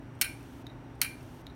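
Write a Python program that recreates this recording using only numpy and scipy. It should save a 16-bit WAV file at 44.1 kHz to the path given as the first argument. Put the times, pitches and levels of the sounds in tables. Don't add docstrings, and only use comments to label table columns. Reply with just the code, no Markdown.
import sys
import numpy as np
from scipy import signal
from scipy.fft import rfft, irfft, next_fast_len
from scipy.io import wavfile
from scipy.ndimage import uniform_filter1d, map_coordinates

SR = 44100
rng = np.random.default_rng(int(sys.argv[2]) if len(sys.argv) > 2 else 0)


def bounce(signal):
    frames = np.transpose(np.atleast_2d(signal))
    limited = np.clip(frames, -1, 1)
    pcm = np.round(limited * 32767).astype(np.int16)
    wavfile.write(sys.argv[1], SR, pcm)


N = 68355
TILT_FROM_HZ, TOP_HZ = 2000, 16000


def amp(db):
    return 10 ** (np.asarray(db) / 20)


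def unit(x):
    return x / np.sqrt(np.mean(x ** 2) + 1e-20)


def along(points, hz):
    freqs, values = np.transpose(points)
    return np.interp(np.log(hz + 1), np.log(freqs + 1), values)


def filtered(x, response):
    size = next_fast_len(len(x) + 8192)
    return irfft(rfft(x, size) * response(np.fft.rfftfreq(size, 1 / SR)), size)[:len(x)]


def coloured(x, colour, tilt_db=0):
    hz = np.fft.rfftfreq(4096, 1 / SR)
    octaves = np.log2(np.clip(hz, TILT_FROM_HZ, TOP_HZ) / TOP_HZ)
    gain = unit(amp(along(colour, hz) + tilt_db * octaves))
    cepstrum = irfft(np.log(gain))
    half = len(cepstrum) // 2
    cepstrum[1:half] *= 2
    cepstrum[half + 1:] = 0
    impulse = irfft(np.exp(rfft(cepstrum)))
    return signal.fftconvolve(x, impulse)[:len(x)]


def noise(colour):
    return unit(filtered(rng.standard_normal(N), lambda hz: amp(along(colour, hz))))


def wobble(rate):
    return map_coordinates(rng.standard_normal(256), [np.arange(N) * rate / SR], mode="mirror")


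def clock():
    return np.arange(SR // 2) / SR


def fade(t, t60):
    return np.exp(-np.log(1000) * t / t60)


def burst(t60, attack=0.00032):
    t = clock()
    return rng.standard_normal(len(t)) * fade(t, t60) * (1 - np.exp(-t / attack))


def noise_tail(t60s):
    hz, t, spectrum = signal.stft(rng.standard_normal(SR // 2), SR, nperseg=128)
    spectrum *= fade(t, along(t60s, hz)[:, None])
    return signal.istft(spectrum, SR, nperseg=128)[1][:SR // 2]


def ring(modes, attack, blur=0):
    t = clock()
    out = np.zeros(len(t))
    for hz, db, t60 in modes:
        wander = np.cumsum(rng.standard_normal(len(t))) * np.sqrt(2 * np.pi * blur * hz / SR)
        wander = uniform_filter1d(wander, size=200)
        out += amp(db) * fade(t, t60) * np.sin(2 * np.pi * (hz * t + rng.random()) + wander)
    return out * (1 - np.exp(-t / attack))


def add(track, start, sound):
    part = track[max(round(start * SR), 0):][:len(sound)]
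    part += sound[:len(part)]


# (frequency [Hz], relative level [dB])
ROOM_TONE_EQ = [(20, -36.5), (28, -18), (37, -2.5), (60, -3), (110, -5.5), (150, -3.5), (200, -9.5),
                (285, -4), (350, -9), (480, -15.5), (650, -15), (920, -16), (1100, -20), (1500, -21),
                (2900, -31), (4900, -41.5), (5770, -42), (7000, -46.5), (15500, -50.5)]


def room_tone():
    return amp(-49.5) * noise(ROOM_TONE_EQ)


# (delay [s], level [dB])
REFLECTIONS = [(.0085, -20.5), (0.0253, -28), (0.0313, -17)]
# (frequency [Hz], gain [dB])
REFLECTION_EQ = [(1000, -3), (1500, 1.5), (1900, -1), (2400, 6), (3200, -2.5), (3900, 1), (5000, -5),
                 (6500, -22), (8000, -8), (9900, 3), (11500, -8.5), (15000, -8.5)]
# (frequency [Hz], t60 [s])
REVERB_DECAY = [(500, 0.41), (2400, 0.37), (5000, 0.35), (10000, 0.32), (15000, .22)]
# (frequency [Hz], gain [dB])
REVERB_EQ = [(500, 1), (1500, 1.5), (2400, 4), (3200, -0.5), (4200, 0), (6000, -3.5), (8500, -1),
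             (10300, 5), (11200, -0.5), (15000, -0.5)]


def room_reverb(x):
    echoes = np.zeros(SR // 2)
    for delay, db in REFLECTIONS:
        scatter = burst(t60=0.022)
        add(echoes, delay, amp([db]))
        add(echoes, delay, amp(db - 3.5) * scatter / np.linalg.norm(scatter))
    build_up = 1 - np.exp(-clock() / 0.014)
    tail = coloured(noise_tail(REVERB_DECAY), REVERB_EQ) * build_up
    impulse = coloured(echoes, REFLECTION_EQ) + amp(-15.5) * tail / np.linalg.norm(tail)
    return signal.fftconvolve(x, impulse)[:N]


# (frequency [Hz], rms level [dB])
SPINDLE_TONES = [(58, -67), (96, -64.5), (120, -54), (153, -62.5), (251, -57), (277, -59.5), (340, -62),
                 (400, -66), (612, -72.5), (802, -75), (897, -69.5), (2794, -82.5), (5700, -88.5),
                 (5757, -83.5), (8220, -90.5)]


def spindle_hum():
    waver_db, drift_rad = 1.5, 0.53
    t = np.arange(N) / SR
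    out = np.zeros(N)
    for hz, db in SPINDLE_TONES:
        gain = amp(db + waver_db * wobble(rate=7.13))
        phase = 2 * np.pi * (hz * t + rng.random()) + drift_rad * wobble(rate=9.1)
        out += gain * np.sin(phase)
    return np.sqrt(2) * out


# (start [s], end [s])
SEARCH_CUES = [(0.198, .63), (1, 1.425)]
# (frequency [Hz], relative level [dB])
HISS_EQ = [(1760, -28.5), (3000, 2.5), (3240, 0), (4890, -6.5), (5760, -3.5), (7530, -9), (9010, -5.5),
           (10600, -11), (14000, -8), (15500, -12)]


def search_hiss():
    ramp_s = 0.006
    t = np.arange(N) / SR
    gate = sum(np.clip(np.minimum(t - start, end - t) / ramp_s, 0, 1) for start, end in SEARCH_CUES)
    return amp(-66) * gate * noise(HISS_EQ)


# (time [s], level [dB], ring pitch [Hz], ring level over the tick [dB])
TICK_CUES = [(.1505, -63.5, 8630, 0.5), (0.1895, -62, 11500, -6), (.406, -58, 2650, 7.5),
             (.427, -56, 11000, -4), (0.952, -64, 8700, 1), (0.991, -68, 11600, -4), (1.208, -58, 2650, 7),
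             (1.228, -56, 11000, -6), (1.343, -66, 14000, 6)]
# (frequency [Hz], gain [dB])
TICK_EQ = [(1000, -8), (2600, -4), (4000, -5), (5300, 6.5), (7000, -6), (8600, 3), (11000, -3), (16000, -7)]


def arm_ticks():
    out = np.zeros(N)
    for start, db, hz, ring_db in TICK_CUES:
        tick = coloured(burst(t60=0.023, attack=0.00067), TICK_EQ)
        ringing = ring([(hz, ring_db, 0.035)], attack=0.001, blur=0.03)
        add(out, start, amp(db) * (tick + ringing))
    return out


# (time [s], level [dB])
PARK_CUES = [(0.6671, -35.5), (1.4675, -35.5)]
# (frequency [Hz], relative level [dB], t60 [s])
PING_MODES = [(3780, 2, 0.013), (3960, -7, 0.014), (5230, -17.5, .016), (6520, -17.5, 0.013)]
# (frequency [Hz], gain [dB])
PARK_EQ = [(500, -8), (2000, 5), (2600, -1.5), (3800, 10.5), (5200, -15), (6500, -3), (8500, -18),
           (11000, -7), (14000, -10), (16000, -9)]


def parking_pings():
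    out = np.zeros(N)
    for start, db in PARK_CUES:
        ping = ring(PING_MODES, attack=0.00048)
        click = amp(-5) * coloured(burst(t60=0.011), PARK_EQ)
        add(out, start, amp(db) * (ping + click))
    return out


# (time [s], level [dB], treble tilt [dB/octave])
SLAM_HITS = [(0.2128, -14.5, 3.5), (.2145, -12, .5), (.2194, -18, -0.5), (0.2215, -21, 1), (.2267, -27, 3),
             (1.0154, -14.5, 0.5), (1.0169, -15, 0), (1.0195, -22.5, -5.5), (1.0250, -25.5, -2.5),
             (1.0333, -26, 2.5)]
# (frequency [Hz], gain [dB])
SLAM_EQ = [(200, -28), (620, -22.5), (820, -9.5), (1100, -15), (1420, 0.5), (1720, -6), (2200, 1),
           (2600, -1.5), (3000, 3), (3500, -6.5), (4200, 4.5), (4650, 0.5), (4950, -12), (5350, 2.5),
           (6000, -3), (6700, -2), (7700, -8), (8300, 2.5), (9000, -1), (9600, 1.5), (10300, -8),
           (11000, 1.5), (11900, -2), (12700, -1.5), (13400, -2.5), (14900, -1.5), (16000, -6)]
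# (frequency [Hz], t60 [s])
RATTLE_DECAY = [(1000, 0.096), (2300, 0.085), (5000, 0.057), (15000, 0.039)]
# (frequency [Hz], relative level [dB], t60 [s])
CASE_MODES = [(1452, -25, 0.18), (1562, -28, 0.24), (1866, -26, 0.12), (2210, -23.5, .17),
              (2295, -28.5, 0.23), (2362, -26, .33), (2425, -27.5, .28), (2760, -27, 0.22),
              (2931, -24, .09), (4150, -30, .22), (4360, -31, .3), (5340, -23.5, 0.077), (8490, -29, .09),
              (9640, -32.5, .25), (12622, -18.5, 0.074)]


def arm_slams():
    out = np.zeros(N)
    for start, db, tilt_db in SLAM_HITS:
        crack = burst(t60=0.0097, attack=0.00013)
        rattle = amp(-12.5) * noise_tail(RATTLE_DECAY)
        impact = coloured(crack + rattle, SLAM_EQ, tilt_db)
        case = amp(-4.5) * ring(CASE_MODES, attack=0.0015, blur=0.004)
        add(out, start, amp(db) * (impact + case))
    return out


def scene():
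    hits = arm_slams() + parking_pings() + arm_ticks()
    return (hits + room_reverb(hits) + search_hiss() + spindle_hum() + room_tone())[None]


def record(dry):
    return np.array([filtered(x, lambda hz: 1 / np.sqrt(1 + (hz / TOP_HZ) ** 200)) for x in dry])


dry = scene()
out = record(dry)
bounce(out)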